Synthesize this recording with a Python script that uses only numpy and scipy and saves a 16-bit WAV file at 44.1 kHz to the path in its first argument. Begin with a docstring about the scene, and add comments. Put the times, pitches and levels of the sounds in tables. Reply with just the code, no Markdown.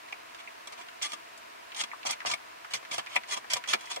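"""A few wet mouth clicks and small snaps of wood come first, then busier bites: a beaver gnaws a wet
stick in its small, quiet den, close to a spaced pair of microphones. The incisors scrape through the
wood, tearing fibres in a dense crackle, and chips snap off, two with a pitched ring. The mouth pops
wetly between bites. Everything rings briefly off the close walls, over a faint hiss."""
import sys
import numpy as np
from scipy import signal
from scipy.fft import rfft, irfft
from scipy.io import wavfile

SR = 44100
rng = np.random.default_rng(int(sys.argv[2]) if len(sys.argv) > 2 else 0)


def bounce(signal):
    """Save signal as a 16-bit WAV file at the path given by the first command-line argument."""
    frames = np.transpose(np.atleast_2d(signal))
    limited = np.clip(frames, -1, 1)
    pcm = np.round(limited * 32767).astype(np.int16)
    wavfile.write(sys.argv[1], SR, pcm)


N = 176400

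SCRAPE_GAIN_DB, SCRAPE_ATTACK_S, SCRAPE_RELEASE_S = 6.5, 0.00058, 0.0016
# Light torn fibres sing in the stick's upper resonance: (frequency [Hz], gain [dB])
SCRAPE_COLOUR = [(130, -1), (220, -2.5), (500, -4), (900, 0), (2300, -1), (2900, -1), (3400, 1),
                 (3800, -1.5), (9000, -0.5), (14000, -8)]
# Strokes of the teeth, close to the microphones:
# (time [s], length [s], relative start level [dB], relative end level [dB], body [dB], brightness [dB])
TOOTH_STROKES = [(0.384, 0.023, -45, -44.5, -15, -9.5), (0.721, 0.014, -47, -46, 4, 1.5),
                 (0.776, 0.047, -50.5, -53, 8.5, -1.5), (1.02, 0.012, -32.5, -36.5, -5, 8.5),
                 (1.035, 0.031, -33, -37, -6, 1), (1.057, 0.065, -53.5, -47, -3, 2.5),
                 (1.131, 0.012, -29, -48.5, 5.5, 1.5), (1.761, 0.055, -41, -35.5, -3.5, 4),
                 (1.803, 0.011, -29.5, -26.5, -9, -1), (1.834, 0.005, -31, -29, -2, -13),
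                 (2.056, .016, -40, -28.5, 0.5, 5.5), (2.074, 0.032, -41, -36.5, 4.5, -1.5),
                 (2.089, 0.017, -36, -33, -7, 0), (2.113, 0.021, -39, -33, -5.5, -4),
                 (2.258, 0.018, -26.5, -32, 0.5, -1), (2.273, 0.031, -43, -36, 2, 4.5),
                 (2.311, 0.011, -24.5, -30.5, -1, -0.5), (2.324, 0.0149, -48, -27.5, 0.5, -15),
                 (2.703, 0.027, -46.5, -47, 3, 2), (2.736, 0.042, -32, -47, -5.5, 2),
                 (2.91, 0.007, -39, -29.5, -4.5, 1.5), (2.925, 0.023, -35, -33.5, -0.5, 2),
                 (2.958, 0.024, -39.5, -53, -8, 3), (2.989, 0.008, -32, -29, 1.5, -10),
                 (3.093, 0.066, -50.5, -39, -3, -3), (3.275, 0.031, -51, -41.5, -1.5, 4.5),
                 (3.308, 0.036, -34, -32.5, -1, 3), (3.356, 0.019, -50, -34.5, 9, 0),
                 (3.499, 0.027, -31.5, -32.5, -6.5, 0.5), (3.556, 0.019, -28.5, -33.5, 0.5, -10),
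                 (3.673, 0.0058, -44, -37, 5, 4.5), (3.684, 0.04, -31, -34, -5.5, 2),
                 (3.788, 0.13, -51.5, -49, -1.5, -1.5), (3.899, 0.02, -43, -34, -1, 3.5),
                 (3.922, 0.031, -41.5, -46, -3, 0.5), (3.959, 0.007, -38, -34, -7, -8)]

def scrapes():
    """Each stroke of the incisors tears a run of fibres, swelling or fading, and stops short."""
    out, t = np.zeros((2, N)), event_time()
    for start, length, start_db, end_db, body_db, bright_db in TOOTH_STROKES:
        attack = 1 - np.exp(-t / SCRAPE_ATTACK_S)
        release = np.exp(-np.maximum(t - length, 0) / SCRAPE_RELEASE_S)
        level_db = np.interp(t, [0, length], [start_db, end_db]) + SCRAPE_GAIN_DB
        force = from_db(level_db) * attack * release
        tearing = fibres(force) * np.linalg.norm(force)
        add(out, start, den(stick(tearing, body_db, bright_db, SCRAPE_COLOUR)))
    return out


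SNAP_GAIN_DB = 30
# Clean breaks shake the whole stick and are crisper at the very top: (frequency [Hz], gain [dB])
SNAP_COLOUR = [(130, 0), (220, 2.5), (600, 2), (1500, 0), (2300, 1), (3400, 1), (9000, 0.5), (14000, 2)]
# Chips breaking off at close range: (time [s], relative level [dB], body [dB], brightness [dB])
CHIP_BREAKS = [(0.124, -46, 8, -1), (.673, -45, 1, 6.5), (.812, -41.5, -17, -8), (1.015, -37.5, -6, -9),
               (1.119, -39.5, -10, 3), (1.376, -68.5, -6, 24.5), (1.747, -39, -7, -2),
               (1.837, -35.5, -3, -0.5), (2.052, -40, 6.5, 0), (2.109, -35.5, -12, 11),
               (2.338, -33, -9, 1.5), (2.736, -26.5, -11, -2), (2.749, -31, -10, -3), (2.981, -30, 4, -2.5),
               (3.158, -36.5, 5, 6), (3.164, -26.5, 2, -10.5), (3.173, -33.5, 0.5, -29),
               (3.375, -50, -4, 10), (3.531, -36, -4, -7), (3.5344, -24, -10, 4), (3.567, -39.5, -7, 6.5),
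               (3.73, -25, -16, -11), (3.7348, -18, -3.5, -5), (3.746, -34.5, 8.5, -3),
               (3.809, -54, -4, 12.5), (3.856, -54, -1, 11), (3.961, -41, -3, 5.5)]

def snaps():
    """Chips give way, each in one splintering crack."""
    out = np.zeros((2, N))
    for start, level_db, body_db, bright_db in CHIP_BREAKS:
        fracture = from_db(level_db + SNAP_GAIN_DB) * crack(spray_s=0.003, spray_gain=1.37)
        add(out, start, den(stick(fracture, body_db, bright_db, SNAP_COLOUR)))
    return out


def fibres(envelope, breaks_per_s=5000, spread_db=3):
    """Fibres break at random, most small and a few large; energy one."""
    n = len(envelope)
    breaks = rng.random(n) < breaks_per_s / SR
    sizes = from_db(spread_db * np.minimum(rng.exponential(1, n), 4))
    signs = rng.choice([-1, 1], n)
    return unit_energy(breaks * sizes * signs * envelope)


def crack(spray_s, spray_gain):
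    """One sharp break with a quick spray of smaller ones; energy one."""
    t = event_time()
    impulse = t == 0
    return unit_energy(impulse + spray_gain * fibres(np.exp(-t / spray_s)))


BODY_LOW_HZ, BODY_HIGH_HZ, BRIGHT_ABOVE_HZ = 180, 1320, 3870
# Spectrum of breaking wood, heard close up: (frequency [Hz], gain [dB])
WOOD_SPECTRUM = [(40, -34), (80, -32.5), (130, -12.5), (175, -25.5), (300, -13), (400, -6.5), (500, -5),
                 (700, 2), (950, 1), (1500, -3), (2100, -2), (2900, 2), (3700, -1.5), (5000, -0.5),
                 (7000, -4.5), (9000, -8.5), (12000, -18.5), (16000, -32.5)]
# Resonances of the stick and the hollow around it: (frequency [Hz], width [Hz], lift [dB])
STICK_MODES = [(214, 32, 10), (606, 54, 4), (975.4, 25, 8.5), (1186, 78, 7), (2082, 55, 6.5),
               (2338, 170, 8), (3342, 210, 7.5), (3840, 64, 4), (4560, 96, 2.5), (5000, 59, -0.5),
               (5250, 130, -0.5), (5970, 200, 0.5), (6210, 63, 1)]

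def stick(fracture, body_db, bright_db, tone):
    """Every fracture rings in the same resonances; a deep cut has more body, a shallow one more treble."""
    def gain_db(hz):
        modes = sum(lift / (1 + (2 * (hz - centre) / width) ** 2) for centre, width, lift in STICK_MODES)
        body = body_db / (1 + (hz / BODY_HIGH_HZ) ** 6 + (BODY_LOW_HZ / hz) ** 4)
        bright = bright_db / (1 + (BRIGHT_ABOVE_HZ / hz) ** 6)
        return at_hz(WOOD_SPECTRUM, hz) + at_hz(tone, hz) + modes + body + bright
    return colour(fracture, gain_db)


CLICK_GAIN_DB = 23.5
# Mouth plips (narrow) and smacks (wide) near the microphones; ringing wood at 2.337 s and 3.163 s:
# (time [s], relative level [dB], pitch [Hz], width [Hz])
PITCHED_CLICKS = [(0.085, -47, 2330, 2210), (.126, -33.5, 2470, 650), (.347, -42.5, 2540, 3290),
                  (.475, -37.5, 2320, 600), (.886, -41.5, 1750, 2330), (1.719, -39.5, 2600, 1500),
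                  (1.915, -35.5, 2040, 646), (1.933, -34, 1100, 448), (2.031, -39.5, 2670, 1500),
                  (2.204, -37.5, 1870, 1990), (2.217, -39, 1280, 1100), (2.25, -32, 890, 1310),
                  (2.337, -30, 2400, 400), (2.647, -38.5, 1400, 1570), (2.829, -44, 1000, 2200),
                  (2.85, -40.5, 1800, 2220), (3.063, -40.5, 2000, 3500), (3.07, -37, 2280, 1170),
                  (3.163, -19, 2360, 800), (3.235, -40, 2020, 2000), (3.444, -41.5, 1080, 1100),
                  (3.639, -34.5, 1980, 1700), (3.66, -41, 2190, 1300), (3.842, -45, 1300, 1500),
                  (3.872, -45, 2250, 1180), (3.97, -33, 613, 298)]

def pitched_clicks():
    """Short pitched clicks: wet mouth pops, and the 2.4 kHz ring of two wood snaps."""
    out = np.zeros((2, N))
    for start, level_db, pitch_hz, width_hz in PITCHED_CLICKS:
        resonance = signal.iirpeak(pitch_hz, pitch_hz / width_hz, fs=SR)
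        pop = crack(spray_s=0.00064, spray_gain=0.34) + 1e-18
        ring = signal.lfilter(*resonance, signal.lfilter(*resonance, pop))
        add(out, start, den(from_db(level_db + CLICK_GAIN_DB) * unit_energy(ring)))
    return out


ECHO_DB, DIRECT_LEFT_DB, DIRECT_RIGHT_DB, LEFT_DELAY_S = -1, -7.5, -4, 0.000936
# Width of the den's echo across the spaced pair: (frequency [Hz], side minus mid [dB])
ECHO_WIDTH = [(130, -11), (230, -11), (400, 6.5), (850, 8.5), (1300, 3), (2250, -3), (3100, 7), (8000, 1.5)]

def den(source):
    """The direct sound reaches the right microphone first; the echo surrounds both."""
    mid = colour(wall_echo(), lambda hz: -10 * np.log10(1 + from_db(at_hz(ECHO_WIDTH, hz)) ** 2))
    side = colour(wall_echo(), lambda hz: -10 * np.log10(1 + from_db(-at_hz(ECHO_WIDTH, hz)) ** 2))
    paths = from_db(ECHO_DB) * np.array([mid + side, mid - side])
    paths[0, int(LEFT_DELAY_S * SR)] += from_db(DIRECT_LEFT_DB)
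    paths[1, 0] += from_db(DIRECT_RIGHT_DB)
    return signal.fftconvolve(source[None], paths, axes=1)


def wall_echo(t60_s=0.055, bass_t60_s=0.067, bass_below_hz=1500, build_s=0.00025):
    """Dense reflections from close walls, new with each move of the head; the bass lasts longer."""
    t = event_time()
    noise, bass_noise = rng.standard_normal((2, len(t)))
    bass = signal.sosfilt(signal.butter(2, bass_below_hz, fs=SR, output="sos"), bass_noise)
    echo = noise * from_db(-60 * t / t60_s) + bass * from_db(-60 * t / bass_t60_s)
    return unit_energy(echo * (1 - np.exp(-t / build_s)))


HISS_MID_RMS_DB, HISS_SIDE_RMS_DB = -52, -49.5
# Hiss common to both microphones: (frequency [Hz], relative level [dB])
HISS_MID_SPECTRUM = [(15, -73), (25, -20), (145, -15.5), (180, -18.5), (256, -8.5), (293, -12.5), (326, -4),
                     (363, -13.5), (405, -8), (516, -12.5), (677, -0.5), (818, -9), (962, -0.5), (1190, -4),
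                     (1700, -2.5), (2160, -3.5), (2760, -4.5), (3080, -9), (16000, -27.5)]
# Hiss in opposite phase across the pair: (frequency [Hz], relative level [dB])
HISS_SIDE_SPECTRUM = [(15, -59), (25, -22), (157, -27), (263, -14), (293, -18), (335, -11.5), (489, -4.5),
                      (531, -14), (624, -10), (677, 3), (796, -14), (988, 1), (1070, -1.5), (1400, -7),
                      (1840, -10), (2840, -13.5), (3720, -17.5), (4030, -16), (16000, -36.5)]

def hiss():
    """Steady faint hiss with an uneven spectrum, fading toward the treble."""
    def shaped_noise(spectrum, rms_db):
        noise = colour(rng.standard_normal(N), lambda hz: at_hz(spectrum, hz))
        return from_db(rms_db) * np.sqrt(N) * unit_energy(noise)
    mid = shaped_noise(HISS_MID_SPECTRUM, HISS_MID_RMS_DB)
    side = shaped_noise(HISS_SIDE_SPECTRUM, HISS_SIDE_RMS_DB)
    return np.array([mid + side, mid - side])


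def from_db(db):
    """Decibels to gain."""
    return 10 ** (np.asarray(db) / 20)


def unit_energy(x):
    """Scale to an energy of one."""
    return x / np.sqrt(np.sum(x ** 2) + 1e-20)


def at_hz(spectrum, hz):
    """Read a spectrum on a log-frequency axis."""
    frequencies, values = np.transpose(spectrum)
    return np.interp(np.log(hz), np.log(frequencies), values)


def colour(x, gain_db, size=4096):
    """Minimum-phase filter whose gain in dB is gain_db(Hz)."""
    hz = np.maximum(np.fft.rfftfreq(size, 1 / SR), 1)
    cepstrum = irfft(np.log(from_db(gain_db(hz))))
    cepstrum[1:size // 2] *= 2  # folding onto positive time makes the filter causal
    cepstrum[size // 2 + 1:] = 0
    response = irfft(np.exp(rfft(cepstrum)))
    return signal.fftconvolve(x, response)[:len(x)]


def add(out, start_s, sound):
    """Mix a stereo sound in at a time."""
    i = int(start_s * SR)
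    out[:, i:i + sound.shape[1]] += sound[:, :N - i]


def event_time(samples=6000):
    """Time axis of one short event, in seconds."""
    return np.arange(samples) / SR


# Balance of the beaver's sounds across the pair: (frequency [Hz], left minus right [dB])
MIC_BALANCE = [(130, -7.5), (500, -0.5), (750, 2.5), (1400, 2), (2300, 1), (4000, 0), (6300, -3), (9000, 4),
               (13000, 0.5)]

def scene():
    """Bites and clicks, coloured a little differently at each microphone, over the hiss."""
    left, right = scrapes() + snaps() + pitched_clicks()
    left = colour(left, lambda hz: at_hz(MIC_BALANCE, hz) / 2)
    right = colour(right, lambda hz: -at_hz(MIC_BALANCE, hz) / 2)
    return np.array([left, right]) + hiss()


CUTOFF_HZ = 15700

def record(dry):
    """The recorder cuts the top treble steeply."""
    return signal.sosfilt(signal.ellip(10, .1, 70, CUTOFF_HZ, fs=SR, output="sos"), dry)


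dry = scene()
out = record(dry)
bounce(out)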